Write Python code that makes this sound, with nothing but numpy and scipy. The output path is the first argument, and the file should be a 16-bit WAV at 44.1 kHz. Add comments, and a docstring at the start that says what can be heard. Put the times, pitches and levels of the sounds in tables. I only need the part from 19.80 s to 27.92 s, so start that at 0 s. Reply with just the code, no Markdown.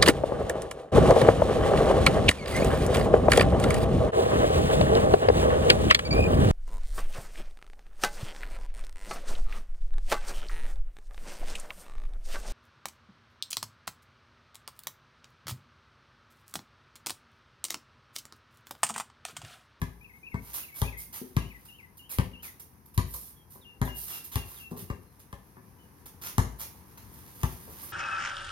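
"""A basketball is dribbled by two players on a concrete driveway, a little to the right.
Each bounce is a pressure thump, noise slap, grit crack and modal ring; hands and legs touch the ball softly.
Shoes step and scrape on grit (shaped noise and random grains); house, cars and trees scatter echoes.
Birds sing gliding whistles over a faint outdoor rumble that slowly grows (coloured noise)."""
import sys
import numpy as np
from scipy import signal
from scipy.fft import rfft, irfft
from scipy.io import wavfile
from scipy.ndimage import uniform_filter1d

SR = 44100
rng = np.random.default_rng(int(sys.argv[2]) if len(sys.argv) > 2 else 0)


def unload_wav(signal):
    """Save mono or channel-first audio to the path in sys.argv[1] as 16-bit WAV at rate SR, clipped to [-1, 1]."""
    wavfile.write(
        sys.argv[1],
        SR,
        np.round(np.clip(np.atleast_2d(signal).T, -1, 1) * 32767).astype(np.int16),
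    )


N = 358091


def gain_of(db):
    """Decibels to gain."""
    return 10 ** (np.asarray(db) / 20)


def evened(x):
    """Scales to rms 1."""
    return x / np.sqrt(np.mean(x ** 2) + 1e-20)


def read(points, hz):
    """Reads a table on a log-frequency axis."""
    table_hz, value = np.transpose(points)
    return np.interp(np.log(hz + 1), np.log(table_hz + 1), value)


def add(mix, start_s, sound):
    """Mixes a sound in at a time."""
    part = mix[max(round(start_s * SR), 0):][:len(sound)]
    part += sound[:len(part)]


def bins(x):
    """Frequencies of a signal's spectrum, in Hz."""
    return np.fft.rfftfreq(x.shape[-1], 1 / SR)


def noise(colour, size):
    """Noise of rms 1 with a given spectrum."""
    white = rng.standard_normal(size)
    spectrum = rfft(white) * gain_of(read(colour, bins(white)))
    return evened(irfft(spectrum, size))


def clumps(size, depth_db, width_s):
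    """An uneven gain of rms 1, as a sole catches and slips."""
    width = max(int(width_s * SR), 2)
    wander = evened(uniform_filter1d(rng.standard_normal(size), width))
    return evened(gain_of(depth_db * wander))


# left-right likeness of diffuse sound: freq_hz, likeness (0 to 1)
LIKENESS = [(100, 0.96), (300, 0.76), (700, 0.26), (1500, 0.12), (5000, 0.063)]


def diffuse(pair):
    """Two unrelated signals become alike in the bass, as at two close ports."""
    a, b = rfft(pair)
    same = np.clip(read(LIKENESS, bins(pair)), 0, 1)
    return irfft(np.array([a, same * a + np.sqrt(1 - same ** 2) * b]), pair.shape[-1])


# rumble colour ahead of the low-pass: freq_hz, density_db_per_hz
AIR_COLOUR = [(15, -43), (25, -12.5), (70, 2), (175, -3.5), (503, -14), (591, -22), (962, -11.5),
              (1400, -23), (1650, -21), (3520, -34.5), (6210, -26), (7510, -42), (9320, -22), (11900, -17),
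              (16000, -66)]
# rumble level ahead of the low-pass: time_s, level_db
RUMBLE = [(0, -59), (5.3, -57), (7.1, -52.5), (8.1, -51)]


def air(hiss_db=-73.0, lowpass_hz=5000):
    """Far outdoor rumble that grows slowly, under a faint steady hiss."""
    level = gain_of(np.interp(np.arange(N) / SR, *np.transpose(RUMBLE)))
    far = np.array([noise(AIR_COLOUR, N), noise(AIR_COLOUR, N)])
    far = signal.sosfilt(signal.butter(1, lowpass_hz, fs=SR, output="sos"), far)
    hiss = np.array([noise(FIZZ, N), noise(FIZZ, N)])
    return diffuse(level * far + gain_of(hiss_db) * hiss)


# echo decay: freq_hz, t60_s
YARD_T60 = [(60, 0.36), (150, 0.62), (400, 0.64), (1000, 0.59), (3000, 0.53), (8000, 0.45), (15000, 0.5)]
# echo colour: freq_hz, gain_db
YARD_COLOUR = [(35, -15), (65, -5.5), (120, -10), (250, -5.5), (600, 1), (1100, -8.5), (2500, -2),
               (6000, -1), (12000, -3.5)]


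def yard(x, first_s=0.0049, early_db=6, early_s=0.064, taps_per_s=5000):
    """Scattered echoes: strong early ones from house and cars, then a thin tail from the trees."""
    taps = rng.standard_normal((2, SR)) * (rng.random((2, SR)) < taps_per_s / SR)
    hz, t, z = signal.stft(taps, SR, nperseg=256)
    decay = gain_of(-60 * t / read(YARD_T60, hz)[:, None])
    tail = signal.istft(z * decay, SR, nperseg=256)[1]
    t = np.arange(tail.shape[1]) / SR
    onset = np.clip(t / first_s - 1, 0, 1)  # silent until first_s
    tail = tail * onset * (1 + gain_of(early_db) * np.exp(-t / early_s))
    tail = diffuse(tail / np.linalg.norm(tail, axis=1, keepdims=True))
    wet = signal.fftconvolve(x[None], tail, axes=1)[:, :N]
    return irfft(rfft(wet) * gain_of(read(YARD_COLOUR, bins(wet))), N)


def roaming(x, stride_s=0.773, count=4):
    """The echo pattern shifts as the players move: several patterns take turns."""
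    place = np.arange(N) / SR / stride_s
    out = np.zeros((2, N))
    for k in range(count):
        offset = (place - k + count / 2) % count - count / 2
        out += yard(x * np.cos(np.pi / 2 * np.clip(offset, -1, 1)))
    return out


def from_right(x, left_lag_s=10.5 / SR):
    """Direct sound reaches the left port a little later."""
    left = irfft(rfft(x) * np.exp(-2j * np.pi * bins(x) * left_lag_s), N)
    return np.array([left, x])


def note(length_s, first_hz, last_hz, waver=0.01, edge_share=0.38, fade_db=-3.5):
    """A nearly pure whistle glides between pitches, swells in and out, and weakens along its length."""
    along = np.linspace(0, 1, int(length_s * SR))
    wander = evened(uniform_filter1d(rng.standard_normal(len(along)), size=120))
    pitch_hz = (first_hz + (last_hz - first_hz) * along) * (1 + waver * wander)
    level = gain_of(fade_db * along) * signal.windows.tukey(len(along), edge_share)
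    return level * np.sin(2 * np.pi * np.cumsum(pitch_hz) / SR)


# syllables, before the song's pitch factor and level: after_s, length_s, first_hz, last_hz, note_db
WARBLE = [(0.004, 0.038, 2460, 2640, 0.5), (.04, .028, 2860, 2450, 5.5), (.09, .034, 2380, 1900, 0),
          (0.13, .05, 2180, 2270, 1.5)]
SWOOP = [(0, 0.0316, 2990, 2730, -1.5), (.02, .07, 2734, 3220, -6.5), (.1, .034, 2950, 1930, -2.5),
         (.143, 0.0328, 2190, 1950, -1.5)]
CHIP = [(0, .09, 3140, 2980, -1)]
WHISTLE = [(0, 0.052, 3970, 2790, -9.5), (0.031, 0.112, 2795, 2711, -2)]
# song: start_s, syllable, level_db, pitch_factor
SONG = [(0.202, WARBLE, -53, 0.97), (0.424, WARBLE, -46, 0.98), (0.791, WARBLE, -51, 1.01),
        (1.033, WARBLE, -43.5, 0.96), (1.6, SWOOP, -45.5, 0.96), (1.883, SWOOP, -47, 0.98),
        (2.189, SWOOP, -48, 1.004), (2.531, SWOOP, -45.5, 0.97), (3.557, CHIP, -63.5, 1.07),
        (3.809, WHISTLE, -48.5, 1.01), (4.045, WHISTLE, -43.5, 1.03), (4.278, WHISTLE, -45, 1.005),
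        (4.515, WHISTLE, -43, 1.01), (4.758, WHISTLE, -45.5, 0.99), (5.079, CHIP, -57, 0.9),
        (5.25, CHIP, -76.5, 1.36), (5.98, CHIP, -64, .97)]


def bird():
    """Each syllable is sung several times, a little higher or lower."""
    out = np.zeros(N)
    for start_s, syllable, level_db, factor in SONG:
        for after_s, length_s, first_hz, last_hz, note_db in syllable:
            whistle = note(length_s, factor * first_hz, factor * last_hz)
            add(out, start_s + after_s, gain_of(level_db + note_db) * whistle)
    return out


# fine grit colour, also the air's hiss: freq_hz, density_db_per_hz
FIZZ = [(500, -20), (3000, -16), (6000, -10.5), (8000, -15.5), (9200, -0.5), (12500, 3), (14500, 1.5),
        (16000, -11.5)]
# coarse grit colour: freq_hz, density_db_per_hz
GRIT = [(100, -9), (400, 2), (620, -1.5), (1050, 13), (1400, 9.5), (2000, 5.5), (3000, 4.5), (4300, 2),
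        (6500, 4.5), (8000, -8), (16000, 3.5)]


def friction(size, fizz_db, grit_db, grain_db=5, grains_per_s=650):
    """A sole on concrete: fine sand fizzes in uneven clumps, and coarse grit crunches grain by grain."""
    sizes = gain_of(grain_db * np.minimum(rng.exponential(1, size), 3)) * rng.choice([-1, 1], size)
    grains = sizes * (rng.random(size) < grains_per_s / SR)
    crunch = evened(irfft(rfft(grains) * gain_of(read(GRIT, bins(grains))), size))
    coarse = gain_of(grit_db) * (0.61 * crunch + 0.5 * noise(GRIT, size))
    sand = gain_of(fizz_db) * noise(FIZZ, size) * clumps(size, depth_db=2.5, width_s=0.00073)
    return clumps(size, depth_db=2.0, width_s=0.0048) * (sand + coarse)


def stroke(rise_s, fall_s, fizz_db, grit_db, bite=0.58, let_go=0.39):
    """A sole takes up weight and lifts off again."""
    t = np.arange(int((rise_s + fall_s) * SR)) / SR
    rise = np.minimum(t / rise_s, 1) ** bite
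    fall = np.cos(np.pi / 2 * np.clip((t - rise_s) / fall_s, 0, 0.999)) ** let_go
    return rise * fall * friction(len(t), fizz_db, grit_db)


# soles sliding: start_s, length_s, fizz_db, coarse_grit_db
SCRAPES = [(.61, 0.2, -52.5, -54.5), (.73, 0.071, -36.5, -42), (0.942, 0.09, -42.5, -49),
           (1.173, 0.066, -43, -65), (1.325, 0.069, -41.5, -44.5), (2.293, 0.063, -39.5, -46),
           (2.624, 0.049, -43, -46), (3.259, .26, -48, -71), (3.697, 0.075, -53.5, -66),
           (4.144, 0.14, -41, -57.5), (4.264, 0.13, -42, -44), (4.438, 0.03, -43, -53),
           (4.515, 0.064, -44, -43), (4.644, 0.19, -50, -54), (4.962, .07, -46.5, -50),
           (6.413, 0.096, -42.5, -40.5), (6.786, 0.062, -40.5, -43.5), (8.009, 0.057, -44.5, -61)]
# soles landing: start_s, fizz_db, coarse_grit_db
STEPS = [(1.851, -51, -55.5), (2.17, -50, -75), (2.796, -45, -52.5), (3.056, -55.5, -74), (3.139, -51, -57),
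         (3.337, -35, -50), (4.046, -44, -62), (4.075, -52, -46.5), (4.907, -53, -52.5), (5.394, -53, -57),
         (6.257, -45.5, -49.5), (7.173, -53, -47)]
# feet shuffling between the steps: time_s, level_db
SHUFFLE = [(0, -71.5), (1.9, -65.5), (2.1, -78), (5.3, -73), (7.1, -67), (7.6, -54), (8.1, -53.5)]


def shoes(uneven_db=2.0, uneven_s=0.05, shuffle_grit_db=-2, scrape_rise_share=0.21,
          step_rise_s=0.0031, step_fall_s=0.014):
    """Long slides and short steps over a light, uneven shuffling."""
    shuffle_db = np.interp(np.arange(N) / SR, *np.transpose(SHUFFLE))
    out = gain_of(shuffle_db) * friction(N, 0, shuffle_grit_db) * clumps(N, uneven_db, uneven_s)
    for start_s, length_s, fizz_db, grit_db in SCRAPES:
        rise_s = length_s * scrape_rise_share
        add(out, start_s, stroke(rise_s, length_s - rise_s, fizz_db, grit_db))
    for start_s, fizz_db, grit_db in STEPS:
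        add(out, start_s, stroke(step_rise_s, step_fall_s, fizz_db, grit_db))
    return out


def burst(colour, t, decay_s):
    """A sudden puff of coloured noise that dies away, of steady energy from blow to blow."""
    fade = np.exp(-t / decay_s)
    return evened(noise(colour, len(t)) * fade) * np.sqrt(np.mean(fade ** 2))


def click(colour, size=2048):
    """The sharpest (minimum-phase) click that has a given spectrum, with peak 1."""
    log_gain = np.log(gain_of(read(colour, abs(np.fft.fftfreq(size, 1 / SR)))))
    pulse = np.fft.ifft(np.exp(np.conj(signal.hilbert(log_gain)))).real[:size // 2]
    return pulse / abs(pulse).max()


# nominal modes of the shell (low) and of the air inside (high): mode_hz, level_db, t60_s
BALL_MODES = [(180, 7, .12), (226.6, 2, 0.096), (262.6, -3, 0.16), (391.8, -8.5, 0.14), (594, -32, 0.28),
              (781, -8, 0.042), (860, -14, 0.064), (1016, -2, 0.078), (1183, -11.5, 0.05),
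              (1623, -12, 0.15), (1783, -10.5, 0.096), (2086, -8, 0.074), (2380, -42, .16)]


def ring(t, low_hz, high_hz, spot_db=3.0):
    """Ball modes: a soft blow leaves out the high ones, a holding hand the low; each spot differs."""
    out = np.zeros(len(t))
    for mode_hz, level_db, t60_s in BALL_MODES:
        decay = gain_of(level_db + spot_db * rng.uniform(-0.93, 1) - 60 * t / t60_s)
        band_loss = np.hypot(1, (mode_hz / high_hz) ** 3 + (low_hz / mode_hz) ** 3)
        cycles = mode_hz * rng.uniform(0.94, 1.025) * t + rng.random()
        out += decay / band_loss * np.sin(2 * np.pi * cycles)
    return out


# slap colour: freq_hz, density_db_per_hz
SLAP = [(100, 15.5), (220, -15.5), (400, 2), (600, -11), (880, 2), (1170, 6.5), (1330, -12.5), (1800, -4.5),
        (3000, -28), (5000, -25), (16000, -30.5)]
# soft knocks, most of them hands and legs on the ball: start_s, level_db, contact_s, low_hz, high_hz
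TOUCHES = [(1.048, -26.5, 0.015, 340.6, 475), (1.414, -24, 0.0086, 363, 464), (3.34, -38, 0.021, 396, 1290),
           (3.756, -42, .01, 344, 1100), (4.075, -30, 0.0027, 436, 2500), (4.912, -26.5, 0.053, 136, 520),
           (5.021, -35.5, 0.019, 70, 141), (5.769, -41.5, 0.016, 300, 2010), (7.879, -40, 0.051, 300, 895),
           (8.029, -42, 0.014, 800, 1440)]


def touches(pad_db=-1, ring_db=-4):
    """Soft blows swell the ball's ring over their contact time, with a dull pat of skin or cloth."""
    out, t = np.zeros(N), np.arange(SR // 2) / SR
    for start_s, level_db, contact_s, low_hz, high_hz in TOUCHES:
        swell = 1 - np.exp(-3 * t / contact_s)
        edges_hz = [min(low_hz, high_hz * 0.9), high_hz]
        band = signal.butter(2, edges_hz, "bandpass", fs=SR, output="sos")
        pat = signal.sosfilt(band, burst(SLAP, t, contact_s))
        ringing = swell * ring(t, low_hz, high_hz)
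        add(out, start_s, gain_of(level_db) * (gain_of(ring_db) * ringing + gain_of(pad_db) * pat))
    return out


# grit crack colour: freq_hz, density_db_per_hz
CRACK = [(300, -57), (1000, -8.5), (3200, 9.5), (5000, 1.5), (7000, 6), (8000, -49.5), (9000, 7.5),
         (12500, 6), (16000, -13)]
# ball on concrete: start_s, thump_db, thump_hz, slap_db, crack_db
BOUNCES = [(0.0168, -23, 113, -28.5, -36), (0.543, -26.5, 116, -30.5, -66),
           (1.0173, -17, 97.4, -26.5, -26.5), (1.5666, -16, 113, -24, -31), (2.386, -15, 111.6, -23, -31),
           (3.1774, -14, 99.6, -21.5, -24.5), (4.0159, -17, 116, -23.5, -35),
           (4.5572, -22.5, 114, -25.5, -27), (5.1, -29, 102, -31, -61), (5.528, -34.5, 96, -37.5, -46.5),
           (6.5815, -14.5, 103, -18.5, -25), (7.633, -20, 105, -23, -31.5)]
# a firm bounce, and the ring that goes with it
FIRM_DB, FIRM_HZ, FIRM_RING_DB = -14, 107.4, -29
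RING_DB_PER_THUMP_DB = 0.87
RING_DB_PER_HZ = 0.24  # a quicker contact rings the ball more


def bounces(deepest_s=0.00854, squash_s=0.0059, slap_s=0.01, release_s=0.0115, release_db=-7,
            crack_s=0.0012, snap_db=12.5, boom_hz=56, boom_db=-16, boom_t60_s=0.49):
    """The ball snaps onto grit, squashes and springs back, then rings; a low boom hangs on."""
    out, t = np.zeros(N), np.arange(SR // 2) / SR
    for start_s, thump_db, thump_hz, slap_db, crack_db in BOUNCES:
        ring_db = FIRM_RING_DB + RING_DB_PER_THUMP_DB * (thump_db - FIRM_DB)
        ring_db += RING_DB_PER_HZ * (thump_hz - FIRM_HZ)
        # air is pushed out, drawn in and pushed out again during the contact
        from_deepest_s = t - deepest_s
        squash = np.exp(-0.5 * abs(from_deepest_s / squash_s) ** 3)
        thump = -np.cos(2 * np.pi * thump_hz * from_deepest_s) * squash
        boom = gain_of(boom_db - 60 * t / boom_t60_s) * np.cos(2 * np.pi * boom_hz * (t - 0.012))
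        boom *= 1 - np.exp(-t / 0.0011)
        body = gain_of(thump_db) * (thump + boom) + gain_of(ring_db) * ring(t, 94, 2600)
        add(out, start_s, body * (1 - np.exp(-t / 0.00085)))
        add(out, start_s, gain_of(slap_db) * burst(SLAP, t, slap_s))
        # the dent pops back out
        add(out, start_s + release_s, gain_of(slap_db + release_db) * burst(SLAP, t, slap_s))
        add(out, start_s, -gain_of(crack_db + snap_db) * click(CRACK))
        crackle = burst(CRACK, t, crack_s) + 0.41 * burst(CRACK, t, 0.0069)
        add(out, start_s, gain_of(crack_db) * crackle)
    return out


def scene(ball_echo_db=-1.5, feet_echo_db=2.5, song_echo_db=-6):
    """Ball, shoes and birds, each direct and echoed, over the outdoor air."""
    ball, feet, song = bounces() + touches(), shoes(), bird()
    echoed = gain_of(ball_echo_db) * ball + gain_of(feet_echo_db) * feet + gain_of(song_echo_db) * song
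    return from_right(ball + feet + song) + roaming(echoed) + air()


# port colours: freq_hz, left_minus_right_db
PORTS = [(100, 6), (300, 4.5), (560, 3), (1000, 0.5), (2300, 8.5), (4200, -3), (8000, -4.5), (14000, -4.5)]


def record(dry, low_cut_hz=43, edge_hz=16250):
    """The microphone drops the deepest bass and each port has its own colour; then the band limit."""
    hz = bins(dry)
    tilt_db = read(PORTS, hz) / 2
    bass = 1 / np.hypot(1, (low_cut_hz / (hz + 1)) ** 4)
    heard = irfft(rfft(dry) * bass * gain_of([tilt_db, -tilt_db]), N)
    band_limit = signal.firwin(511, edge_hz, window=("kaiser", 9), fs=SR)
    return signal.oaconvolve(heard, band_limit[None], "same")


dry = scene()
out = record(dry)
unload_wav(out)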